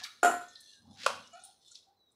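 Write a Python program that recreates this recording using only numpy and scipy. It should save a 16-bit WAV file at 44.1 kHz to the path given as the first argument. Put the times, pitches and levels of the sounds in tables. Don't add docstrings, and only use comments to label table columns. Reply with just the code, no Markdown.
import sys
import numpy as np
from scipy import signal
from scipy.fft import rfft, irfft
from scipy.io import wavfile

SR = 44100
rng = np.random.default_rng(int(sys.argv[2]) if len(sys.argv) > 2 else 0)


def transcribe(u):
    v = np.clip(np.atleast_2d(u).T, -1, 1)
    q = np.round(v * 32767).astype(np.int16)
    wavfile.write(sys.argv[1], SR, q)


N = 94815
TIME = np.arange(N) / SR
RING = TIME[:int(0.8 * SR)]


def amp(db):
    return 10 ** (np.asarray(db) / 20)


def evened(x):
    return x / np.sqrt(np.mean(x ** 2) + 1e-20)


def fade(t, t60_s):
    return amp(-60 * t / t60_s)


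def rise(rise_s):
    return np.minimum(RING / rise_s, 1)


def level_curve(points):
    return amp(np.interp(TIME, *np.transpose(points)))


def read(points, hz):
    f, value = np.transpose(points)
    return np.interp(np.log(hz + 1), np.log(f + 1), value)


def coloured(x, spectrum):
    gain = amp(read(spectrum, np.fft.rfftfreq(len(x), 1 / SR)))
    return evened(irfft(rfft(x) * gain, len(x)))


def waver(size, hz):
    f = np.fft.rfftfreq(size, 1 / SR)
    spectrum = rfft(rng.standard_normal(size)) * np.exp(-(f / hz) ** 2)
    return evened(irfft(spectrum, size))


def add(mix, start_s, sound):
    part = mix[max(round(start_s * SR), 0):][:len(sound)]
    part += sound[:len(part)]


def thinned(x, hz, order=4):
    return signal.sosfilt(signal.butter(order, hz, "highpass", fs=SR, output="sos"), x)


def ring(modes):
    return sum(amp(db) * fade(RING, t60_s) * np.sin(2 * np.pi * hz * RING) for hz, db, t60_s in modes)


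def burst(spectrum, t60_s):
    return coloured(rng.standard_normal(len(RING)), spectrum) * fade(RING, t60_s)


MODE_SPACING_HZ, STEEL_RIPPLE_DB = 70, 5.5


def steely(spectrum):
    f = np.arange(100, SR / 2, MODE_SPACING_HZ)
    ripple = np.clip(rng.standard_normal(len(f)), -2, 2)
    ripple = ripple * np.minimum(f / 4000, 1)
    return np.c_[f, read(spectrum, f) + STEEL_RIPPLE_DB * ripple]


PATCH_S, PATCH_HZ = 0.07, 200


def patchy(x, depth_db):
    z = signal.stft(x, SR, nperseg=512, noverlap=384)[2]
    frame_rate = np.fft.fftfreq(z.shape[1], 128 / SR)
    bin_lag = np.fft.fftfreq(len(z), SR / 512)
    rate, lag = np.meshgrid(frame_rate, bin_lag)
    smooth = np.exp(-(rate * PATCH_S) ** 2 - (lag * PATCH_HZ) ** 2)
    noise = rng.standard_normal(z.shape)
    field = evened(np.fft.ifft2(np.fft.fft2(noise) * smooth).real)
    return evened(signal.istft(z * amp(depth_db * field), SR, nperseg=512, noverlap=384)[1][:N])


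# frequency in Hz, t60 in s.
KITCHEN_DECAY = [(150, 0.34), (400, .42), (1000, 0.4), (2800, 0.46), (7000, 0.34), (14000, 0.42)]
ROOM_GAP_S, ECHO_DENSITY = 0.0058, 0.15


def kitchen(x, wet_db):
    echoes = rng.random(len(RING)) < ECHO_DENSITY
    taps = rng.standard_normal(len(RING)) * echoes * (RING > ROOM_GAP_S)
    hz, t, z = signal.stft(taps, SR, nperseg=256)
    decay = amp(-60 * t / read(KITCHEN_DECAY, hz)[:, None])
    tail = signal.istft(z * decay, SR, nperseg=256)[1]
    return x + amp(wet_db) * signal.fftconvolve(x, tail / np.linalg.norm(tail))[:N]


# frequency in Hz, relative level in dB per Hz.
HUSH_SPECTRUM = [(25, -17), (90, 1), (210, -4.5), (370, 0.5), (1000, -7.5), (2500, -21), (5000, -39),
                 (12000, -34), (14000, -18), (16000, -27.5)]
HUSH_DB = -79.5


def hush():
    return amp(HUSH_DB) * coloured(rng.standard_normal(N), HUSH_SPECTRUM)


# time in s, level in dB.
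PRESS_LEVEL = [(0, -61), (.1, -89), (.22, -83), (.3, -56.5), (.42, -70.5), (.55, -82.5), (.75, -86),
               (.83, -65.5), (.91, -55), (.97, -63.5), (1.06, -63.5), (1.14, -58), (1.25, -69),
               (1.45, -84.5), (2.15, -115)]
# frequency in Hz, relative level in dB per Hz.
THUD_SPECTRUM = [(25, -29), (55, -23), (90, 4.5), (140, -2.5), (250, 6.5), (370, -20), (1000, -14),
                 (2000, -51), (16000, -86.5)]


def mashing():
    return level_curve(PRESS_LEVEL) * coloured(rng.standard_normal(N), THUD_SPECTRUM)


# time in s, level in dB.
SLIDE_LEVEL = [(0, -50.5), (.03, -51), (.1, -66), (.16, -65), (.22, -68.5), (.45, -62.5), (.53, -63.5),
               (.6, -63), (.73, -61), (.85, -74.5), (.93, -67.5), (1.0, -51.5), (1.055, -43), (1.09, -47),
               (1.18, -59), (1.3, -66.5), (1.48, -61.5), (1.59, -77), (1.66, -65), (1.77, -61), (1.9, -88),
               (1.95, -89.5), (2.15, -82.5)]
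# frequency in Hz, relative level in dB per Hz.
LIGHT_SPECTRUM = [(300, -28.5), (1500, -28), (2400, -23), (3100, -10.5), (3800, 4.5), (4600, -3),
                  (5600, -2.5), (7200, -12), (10000, -15.5), (16000, -47)]
# frequency in Hz, relative level in dB per Hz.
HEAVY_SPECTRUM = [(300, -36), (1100, -12.5), (1600, -1.5), (2200, -3.5), (3300, -1), (4700, 0.5),
                  (6500, -8), (10000, -23), (16000, -37.5)]
LIGHT_DB, HEAVY_DB = -61, -59.5
GRAINS_PER_S, GRAIN_SPREAD_DB = 3000, 2
GLIDE_PATCHY_DB, RASP_PATCHY_DB, SLIDE_ROOM_DB = 4.5, 2, -9.5


def scrape():
    level_db = np.interp(TIME, *np.transpose(SLIDE_LEVEL))
    grain_db = GRAIN_SPREAD_DB * np.minimum(rng.exponential(1, N), 4)
    slips = rng.standard_normal(N) * (rng.random(N) < GRAINS_PER_S / SR) * amp(grain_db)
    glide = coloured(patchy(slips, GLIDE_PATCHY_DB), steely(LIGHT_SPECTRUM))
    rasp = coloured(patchy(slips, RASP_PATCHY_DB), HEAVY_SPECTRUM)
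    heavy = np.clip((level_db - LIGHT_DB) / (HEAVY_DB - LIGHT_DB), 0, 1)
    return kitchen(amp(level_db) * ((1 - heavy) * glide + heavy * rasp), SLIDE_ROOM_DB)


SING_RISE_S, SING_T60_S = 0.006, 0.047
SING_WAVER_HZ, SING_FLUTTER = 26, 0.35


def sing(length_s, from_hz, to_hz, partials):
    hz = np.interp(RING, [0, length_s], [from_hz, to_hz])
    hz = hz + SING_WAVER_HZ * waver(len(RING), hz=90)
    level = rise(SING_RISE_S) * fade(np.maximum(RING - length_s, 0), SING_T60_S)
    level = level * (1 + SING_FLUTTER * waver(len(RING), hz=50.03))
    turn = 2 * np.pi * np.cumsum(hz) / SR
    return level * np.sqrt(2) * sum(amp(db) * np.sin(ratio * turn) for ratio, db in partials)


# start in s, length in s, from Hz, to Hz, level in dB.
GROAN_EVENTS = [(1.327, 0.066, 696, 749.8, -56), (1.43, 0.074, 752, 793, -62),
                (1.868, 0.061, 765, 765.5, -66)]
# frequency ratio, level in dB.
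GROAN_OVERTONES = [(1, -2), (1.9, -5.5), (2.53, -22.5), (3.35, -14.5)]
# start in s, length in s, from Hz, to Hz, level in dB.
SQUEAK_EVENTS = [(0, 0.038, 1648, 1732, -53), (0.446, 0.29, 1822, 1780, -71.5),
                 (0.734, 0.077, 1660, 1608, -72.5), (.67, .12, 2750, 2880, -78.5),
                 (0.851, 0.14, 843, 780, -69.5), (1.24, 0.16, 2926, 2889, -68),
                 (1.965, 0.14, 4030, 3790, -74.5)]
GROAN_FULL_DB = -55.5
GROAN_DULLING = 2.5
SING_ROOM_DB = -5


def singing():
    out = np.zeros(N)
    for start_s, length_s, from_hz, to_hz, db in GROAN_EVENTS:
        overtone_db = GROAN_DULLING * (db - GROAN_FULL_DB)
        partials = [(ratio, part_db + (ratio > 1) * overtone_db) for ratio, part_db in GROAN_OVERTONES]
        add(out, start_s, amp(db) * sing(length_s, from_hz, to_hz, partials))
    for start_s, length_s, from_hz, to_hz, db in SQUEAK_EVENTS:
        add(out, start_s, amp(db) * sing(length_s, from_hz, to_hz, [(1, 0)]))
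    return kitchen(out, SING_ROOM_DB)


# start in s, level in dB, centre in Hz, width in octaves, t60 in s.
CLINK_EVENTS = [(0.032, -43, 5550, 0.71, 0.14), (.01, -52.5, 896, 0.41, 0.14),
                (0.0352, -25, 4180, 0.31, 0.041), (0.044, -40.5, 2160, 0.47, .11),
                (0.05, -52, 1306, 0.1, 0.26), (0.479, -56.5, 6830, .12, 0.16),
                (0.5538, -37, 4030, 0.21, 0.039), (.6025, -45.5, 7800, 0.44, .05),
                (0.7313, -43, 4000, .3, 0.025), (1.037, -43.5, 503, 0.13, 0.085),
                (1.2465, -52, 4850, 0.44, 0.032), (1.2714, -42, 5740, 0.38, 0.023),
                (1.33, -49.5, 6860, 0.15, 0.051), (1.3934, -57.5, 6320, 0.14, 0.068),
                (1.415, -51.5, 6660, 0.17, 0.026), (1.436, -39, 9120, 0.04, 0.046),
                (1.448, -39, 9400, 0.1, 0.03), (1.4376, -58.5, 7700, 0.28, 0.18),
                (1.445, -56, 14300, 0.05, 0.054), (1.655, -69, 8500, 0.36, 0.13),
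                (1.675, -58.5, 7000, .2, .08), (1.709, -49, 6950, 0.22, 0.095),
                (1.712, -62, 1405, 0.038, 0.045), (1.746, -49, 4600, .5, 0.11),
                (1.7536, -28.5, 4236, 0.16, 0.018), (2.113, -68, 8490, .2, .08)]
CLINK_RISE_S, CLINK_ROOM_DB = 0.0077, -7.5
CLINK_SKIRT_DB, CLINK_PATCHY_DB = -29.5, 4.5


def clinks():
    out = np.zeros(N)
    f = np.arange(100, SR / 2, 130)
    skirt = amp(CLINK_SKIRT_DB) / (1 + (2600 / f) ** 4) / (1 + (f / 9000) ** 6)
    for start_s, db, hz, octaves, t60_s in CLINK_EVENTS:
        hump = skirt + np.exp(-0.5 * (np.log2(f / hz) / octaves) ** 2)
        cluster_db = 20 * np.log10(hump) + CLINK_PATCHY_DB * rng.standard_normal(len(f))
        add(out, start_s, amp(db) * rise(CLINK_RISE_S) * burst(np.c_[f, cluster_db], t60_s))
    return kitchen(out, CLINK_ROOM_DB)


# start in s, level in dB, extra dB of the upper modes, extra dB of the lower modes.
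BOWL_BOUNCES = [(0.2297, -23.5, 1.9, 2.5), (.2452, -21, -1.7, -11), (.2595, -30, -4.5, -1.4),
                (.2768, -37, 7, -10), (.2967, -26.5, -21, 0.46), (.311, -39, 10, 3.5),
                (.3391, -34.5, -12, -5.5), (.4111, -52, 8, -2)]
# frequency in Hz, level in dB, t60 in s.
BOWL_MODES = [(258, -18, 0.3), (299, -21, .28), (382, -2.5, .04), (435, -15.5, .15), (709.3, 0.9, .27),
              (739, -6, .27), (775, -6, .11), (1021, -13.5, .2), (1053, -19.5, 0.46), (1273, -11.5, 0.3),
              (1341, -13.5, 0.37), (1387.6, -2.5, .15), (1421, -0.54, 0.19), (1490, -16.5, 0.36),
              (1701, -18.5, .32), (1883, -20, .36), (3240, -27.5, .3), (6800, -23, 0.33)]
# frequency in Hz, relative level in dB per Hz.
SHIMMER_SPECTRUM = [(100, -26.5), (300, 6.5), (1500, -1), (2400, -7), (5600, -19.5), (7000, -2.5),
                    (9800, -14.5), (12500, -22), (16000, -39.5)]
UPPER_HZ, LOWER_HZ = 1000, 600
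BOWL_RISE_S, BOWL_LOW_HZ = 0.0017, 232
SHIMMER_DB, SHIMMER_T60_S = -5.5, 0.18
BOWL_MODES_ROOM_DB, SHIMMER_ROOM_DB = -20.5, -7.5


def bowl():
    main, dense = np.zeros(N), np.zeros(N)
    onset, minor_modes = rise(BOWL_RISE_S), steely(SHIMMER_SPECTRUM)
    for start_s, db, upper_db, lower_db in BOWL_BOUNCES:
        modes = [(hz, mode_db + upper_db * (hz > UPPER_HZ) + lower_db * (hz < LOWER_HZ), t60_s)
                 for hz, mode_db, t60_s in BOWL_MODES]
        add(main, start_s, amp(db) * onset * ring(modes))
        dense_db = db + 0.5 * upper_db + SHIMMER_DB
        add(dense, start_s, amp(dense_db) * onset * burst(minor_modes, SHIMMER_T60_S))
    return thinned(kitchen(main, BOWL_MODES_ROOM_DB) + kitchen(dense, SHIMMER_ROOM_DB), BOWL_LOW_HZ)


# start in s, level in dB.
MASHER_LANDINGS = [(1.0629, -14), (1.0672, -24.5), (1.0783, -26.5), (1.093, -33.5), (1.1033, -31.5),
                   (1.128, -50)]
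# frequency in Hz, level in dB, t60 in s.
CLACK_MODES = [(574.3, -10.5, 0.046), (929, -15.5, 0.0079), (1116, 1, 0.024), (1356, -8.5, .025),
               (2486, -19.5, 0.097)]
# frequency in Hz, relative level in dB per Hz.
CRACK_SPECTRUM = [(100, -29.5), (400, -16.5), (520, 9), (900, 5.5), (1100, 12.5), (1420, 10.5), (1900, -13),
                  (2450, 0), (4600, -1), (7000, -8.5), (10500, -13.5), (16000, -41)]
CLACK_RISE_S, CLACK_LOW_HZ = 0.00041, 476
CRACK_DB, CRACK_T60_S = -2, 0.025
REBOUND_DULLING = 0.12
CLACK_MODES_ROOM_DB, CRACK_ROOM_DB = -11, -7


def clack():
    body, crack = np.zeros(N), np.zeros(N)
    onset, first_db = rise(CLACK_RISE_S), MASHER_LANDINGS[0][1]
    for start_s, db in MASHER_LANDINGS:
        add(body, start_s, -amp(db) * onset * ring(CLACK_MODES))
        crack_db = db + CRACK_DB + REBOUND_DULLING * (db - first_db)
        add(crack, start_s, amp(crack_db) * onset * burst(CRACK_SPECTRUM, CRACK_T60_S))
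    in_room = kitchen(body, CLACK_MODES_ROOM_DB) + kitchen(crack, CRACK_ROOM_DB)
    return thinned(in_room, CLACK_LOW_HZ, order=7)


def scene():
    return (hush() + mashing() + scrape() + singing() + clinks() + bowl() + clack())[None]


EDGE_HZ = 15800


def record(dry):
    lowpass = signal.firwin(511, EDGE_HZ, window=("kaiser", 9), fs=SR)
    return signal.oaconvolve(dry, lowpass[None], "same")


dry = scene()
out = record(dry)
transcribe(out)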